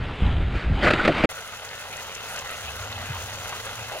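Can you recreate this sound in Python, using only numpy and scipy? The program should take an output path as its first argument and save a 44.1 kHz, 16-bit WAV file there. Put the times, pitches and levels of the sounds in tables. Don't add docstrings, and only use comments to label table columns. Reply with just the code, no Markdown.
import sys
import numpy as np
from scipy import signal
from scipy.fft import rfft, irfft
from scipy.io import wavfile
from scipy.ndimage import uniform_filter1d

SR = 44100
rng = np.random.default_rng(int(sys.argv[2]) if len(sys.argv) > 2 else 0)


def to_wav(sig):
    pcm = np.clip(np.atleast_2d(sig), -1, 1) * 32767
    pcm = np.round(pcm).astype(np.int16)
    wavfile.write(sys.argv[1], SR, pcm.T)


N = 176400
T = np.arange(N) / SR
FREQS = np.fft.rfftfreq(N, 1 / SR)

# frequency in Hz, relative level in dB.
COARSE_TONE = [(30, -7), (85, -2), (170, -6.5), (330, -17), (440, -1.5), (590, -0.5), (730, -1),
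               (1150, -2.5), (1400, 2), (1750, -3.5), (2050, 0), (2300, -8), (2600, -1), (4200, -8.5),
               (5500, -19.5), (15000, -66)]


def amp(db):
    return 10 ** (np.asarray(db) / 20)


def unit(x):
    return x / np.sqrt(np.mean(x ** 2) + 1e-20)


def curve(rows, column=1):
    columns = np.transpose(rows)
    return np.interp(T, columns[0], columns[column])


def spectrum_at(points, hz):
    f, value = np.transpose(points)
    return np.interp(np.log(hz + 1), np.log(f + 1), value)


def colour(x, tone):
    log_gain = np.log(amp(spectrum_at(tone, abs(np.fft.fftfreq(8192, 1 / SR)))))
    response = np.exp(np.conj(signal.hilbert(log_gain)))
    taps = np.fft.ifft(response).real[:4096]
    return unit(signal.fftconvolve(np.atleast_2d(x), taps[None], axes=1)[:, :N])


def ring(x, hz, width):
    detune = (FREQS - hz) / (width * hz)
    return unit(irfft(rfft(x) / np.square(1 + 1j * detune), N))


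def steady(x, samples):
    power = uniform_filter1d(uniform_filter1d(x ** 2, samples), samples)
    return x / np.sqrt(power + 1e-6)


def wander(hz):
    return unit(irfft(rfft(rng.standard_normal(N)) * np.exp(-np.square(FREQS / hz)), N))


def burst(start, hold, fade_s, rise_s=.0015):
    t = T - start
    return np.clip(t / rise_s, 0, 1) * np.exp(-np.maximum(t - hold, 0) / fade_s)


def grains(per_s, spread_db, rub=.78):
    size = amp(spread_db * np.minimum(rng.exponential(size=N), 5))
    snaps = size * np.sign(rng.standard_normal(N)) * (rng.random(N) < per_s / SR)
    return unit(unit(snaps) + rub * rng.standard_normal(N))


def patchy(x, width_hz=128, depth_db=2, patch_s=.018):
    hz, t, frames = signal.stft(x, SR, nperseg=512, noverlap=384)
    across_pitch = np.exp(-np.square(np.subtract.outer(hz, hz) / width_hz))
    along_time = np.exp(-abs(np.subtract.outer(t, t) / patch_s))
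    patches = unit(across_pitch @ rng.standard_normal(frames.shape) @ along_time)
    return signal.istft(frames * amp(depth_db * patches), nperseg=512, noverlap=384)[1][:N]


def mic_ports(x, delay_s=.0001, scatter_s=.0027):
    # frequency in Hz, direct share of the power (capped at 1).
    likeness = [(400, 0.65), (1800, 1.5), (4200, 0.24), (11000, 0.32), (15000, 0.2)]
    # frequency in Hz, left minus right in dB.
    lean = [(4000, 0), (6700, 6), (7400, -1.5), (12000, -0.5)]
    pole = np.exp(-1 / (scatter_s * SR))
    envelope = np.sqrt(signal.lfilter([1 - pole], [1, -pole], x ** 2) + 1e-20)
    scatter = envelope * rng.standard_normal((2, N))
    direct = rfft(x) * np.array([np.ones(len(FREQS)), np.exp(-2j * np.pi * FREQS * delay_s)])
    share = np.clip(spectrum_at(likeness, FREQS), 0, 1)
    blend = np.sqrt(share) * direct + np.sqrt(1 - share) * rfft(scatter)
    return irfft(blend * amp(np.outer([.5, -.5], spectrum_at(lean, FREQS))), N)


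def wind():
    # time in seconds, level in dB.
    gusts = [(0, -25), (.2, -40.5), (.224, -16), (.268, -16.5), (.32, -23.5), (.364, -20.5), (.482, -23),
             (.51, -28.5), (.574, -20.5), (.602, -47), (.645, -29), (.668, -20.5), (.73, -17.5),
             (.79, -27.5), (1.258, -52)]
    # frequency in Hz, relative level in dB.
    tone = [(10, -9.5), (62, 4), (120, -6), (200, -13.5), (350, -31.5), (12000, -125)]
    return steady(colour(rng.standard_normal(N), tone), samples=900) * amp(curve(gusts))


def packed_snow():
    # time in seconds, level in dB.
    swell = [(0, -40.5), (.27, -33), (.46, -39.5), (.72, -39.5), (.79, -31.5)]
    # frequency in Hz, relative level in dB.
    tone = [(300, 6), (950, 1), (1700, -11), (3100, -2.5), (4000, -10.5), (4200, -30), (5100, -31),
            (5500, -48), (6700, -29), (8500, -32.5), (16000, -67)]
    return colour(patchy(grains(per_s=2500, spread_db=4.7)), tone) * amp(curve(swell))


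def crunches_and_spray(grit):
    # start in seconds, length in seconds, pitch in Hz, level in dB.
    hits = [(0.083, 0.029, 970, -38.5), (0.237, 0.064, 890, -40), (0.866, 0.005, 1340, -19),
            (1.926, 0.015, 2380, -36.5), (2.287, .06, 10200, -45), (3.135, 0.042, 960, -39),
            (3.523, 0.0095, 1010, -32), (3.913, 0.067, 660, -39)]
    loose = amp(-5) * colour(grit, COARSE_TONE)
    return sum(amp(db) * burst(start, length, fade_s=.0063) * (ring(grit, hz, width=.27) + loose)
               for start, length, hz, db in hits)


def breaking_crust():
    # time in seconds, level in dB.
    swell = [(.49, -38.5), (.57, -31), (.65, -34.5), (.7, -39), (.823, -33), (.831, -22), (.887, -16.5),
             (.899, -24), (1.005, -27), (1.125, -28.5), (1.19, -23), (1.23, -26)]
    # start in seconds, length in seconds, crack in dB, thud in dB.
    slabs = [(0.841, 0.0052, -20.5, -44), (0.904, 0.0083, -15, -21), (0.934, 0.0043, -16, -29),
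             (1.049, 0.011, -17.5, -22), (1.076, 0.0045, -13, -15.5), (1.087, 0.016, -32, -17.5),
             (1.237, 0.014, -18, -15)]
    # frequency in Hz, relative level in dB.
    crust_tone = [(100, 2.5), (320, 3.5), (480, -1), (600, 0), (1030, -6), (1350, 2), (2500, -3.5),
                  (3300, -12.5), (4700, -17.5), (5400, -27.5), (8000, -34.5), (13000, -49), (14500, -83)]
    thud_tone = [(50, -5), (200, -4.5), (300, 3.5), (450, -6.5), (590, 5), (780, -17), (15000, -100)]
    scrape = grains(per_s=6000, spread_db=1.5) * amp(1.2 * wander(80))
    shards = grains(per_s=6000, spread_db=1.5)
    crush = colour(patchy(scrape), crust_tone) * amp(curve(swell))
    cracks = sum(amp(db) * burst(start, length, fade_s=.005) for start, length, db, _ in slabs)
    thuds = sum(amp(db) * burst(start, length, fade_s=.009) for start, length, _, db in slabs)
    crack_noise = steady(colour(shards, crust_tone), samples=200)
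    thud_noise = steady(colour(patchy(rng.standard_normal(N)), thud_tone), samples=300)
    return crush + cracks * crack_noise + thuds * thud_noise


def squeaks(grit):
    # start in seconds, length in seconds, pitch in Hz, level in dB.
    presses = [(0.996, 0.011, 1490, -26), (2.673, 0.022, 2620, -37), (2.952, .014, 3200, -42)]
    return sum(amp(db) * burst(start, length, fade_s=.0063) * ring(grit, hz, width=.05)
               for start, length, hz, db in presses)


def icy_snow():
    # time in seconds, crunch in dB, crackle in dB.
    approach = [(1.3, -38, -42.5), (1.62, -38.5, -46), (1.95, -38, -43), (2.2, -37, -43.5),
                (2.32, -35.5, -40.5), (2.44, -35, -44.5), (2.54, -35.5, -40), (3.05, -36, -43),
                (3.3, -36, -42), (3.48, -34.5, -39), (3.78, -36, -41.5), (3.96, -35.5, -43)]
    # frequency in Hz, relative level in dB.
    fine_tone = [(3000, -9), (5200, -5), (6400, -0.5), (7000, -1), (7700, -10), (10000, -7.5), (13200, -11)]
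    clumps = amp(.49 * wander(32))
    coarse = grains(per_s=1200, spread_db=2.5) * clumps
    fine = grains(per_s=2000, spread_db=4.1) * clumps
    crunch = colour(mic_ports(patchy(coarse)), COARSE_TONE)
    crackle = colour(mic_ports(patchy(fine, width_hz=1300, depth_db=2.5)), fine_tone)
    return crunch * amp(curve(approach)) + crackle * amp(curve(approach, column=2))


def tyre_hum():
    # time in seconds, pitch in Hz, level in dB.
    tread = [(1.3, 90.1, -63), (2.4, 92, -56), (3.0, 93.3, -40.5), (3.45, 93, -45.5), (3.52, 103.3, -53.5),
             (3.85, 106.7, -46), (4, 133, -59)]
    # frequency in Hz, relative level in dB.
    casing_tone = [(25, -11.5), (105, 7), (150, -10), (245, -4), (900, -63)]
    # start in seconds, length in seconds, pitch in Hz, level in dB.
    bumps = [(2.6, 0.25, 68, -43), (3.089, 0.039, 122.2, -31.5)]
    waver = 1 + .08 * wander(25)

    def note(hz):
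        return unit(np.sin(2 * np.pi * np.cumsum(hz * waver) / SR))

    casing = amp(-4) * colour(rng.standard_normal(N), casing_tone)
    flutter_db = 1.8 * wander(23)
    hum = (note(curve(tread)) + casing) * amp(curve(tread, column=2) + flutter_db)
    booms = sum(amp(db) * np.sin(np.pi * np.clip((T - start) / length, 0, 1)) * note(hz)
                for start, length, hz, db in bumps)
    return hum + booms


def ice_ticks():
    # start in seconds, ring in Hz, level in dB.
    snaps = [(1.309, 10000, -33), (1.688, 4200, -31), (1.967, 7100, -31), (2.149, 6200, -27),
             (2.361, 6100, -30), (2.389, 6000, -26.5), (2.508, 10000, -32), (2.925, 3662, -27),
             (3.328, 5000, -34), (3.492, 6500, -32.5), (3.653, 9000, -31.5)]
    splinters = mic_ports(rng.standard_normal(N))
    return sum(amp(db) * burst(start, 0, fade_s=.0046, rise_s=.002) * ring(splinters, hz, width=.26)
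               for start, hz, db in snaps)


def scene():
    first_ends_s, second_starts_s = 1.258, 1.291
    gates = np.array([T < first_ends_s, T > second_starts_s], float)
    first_gate, second_gate = uniform_filter1d(gates, size=50)
    grit = mic_ports(grains(per_s=4000, spread_db=.71))
    accents = crunches_and_spray(grit) + squeaks(grit)
    first_bike = wind() + packed_snow() + breaking_crust() + accents.mean(axis=0)
    second_bike = icy_snow() + ice_ticks() + tyre_hum() + accents
    return first_gate * first_bike + second_gate * second_bike


def record(dry):
    ceiling, cutoff_hz = .62, 15850
    softened = dry / (1 + (dry / ceiling) ** 6) ** (1 / 6)
    lowpass = signal.firwin(511, cutoff_hz, window=("kaiser", 9), fs=SR)
    return signal.oaconvolve(softened, lowpass[None], "same")


dry = scene()
out = record(dry)
to_wav(out)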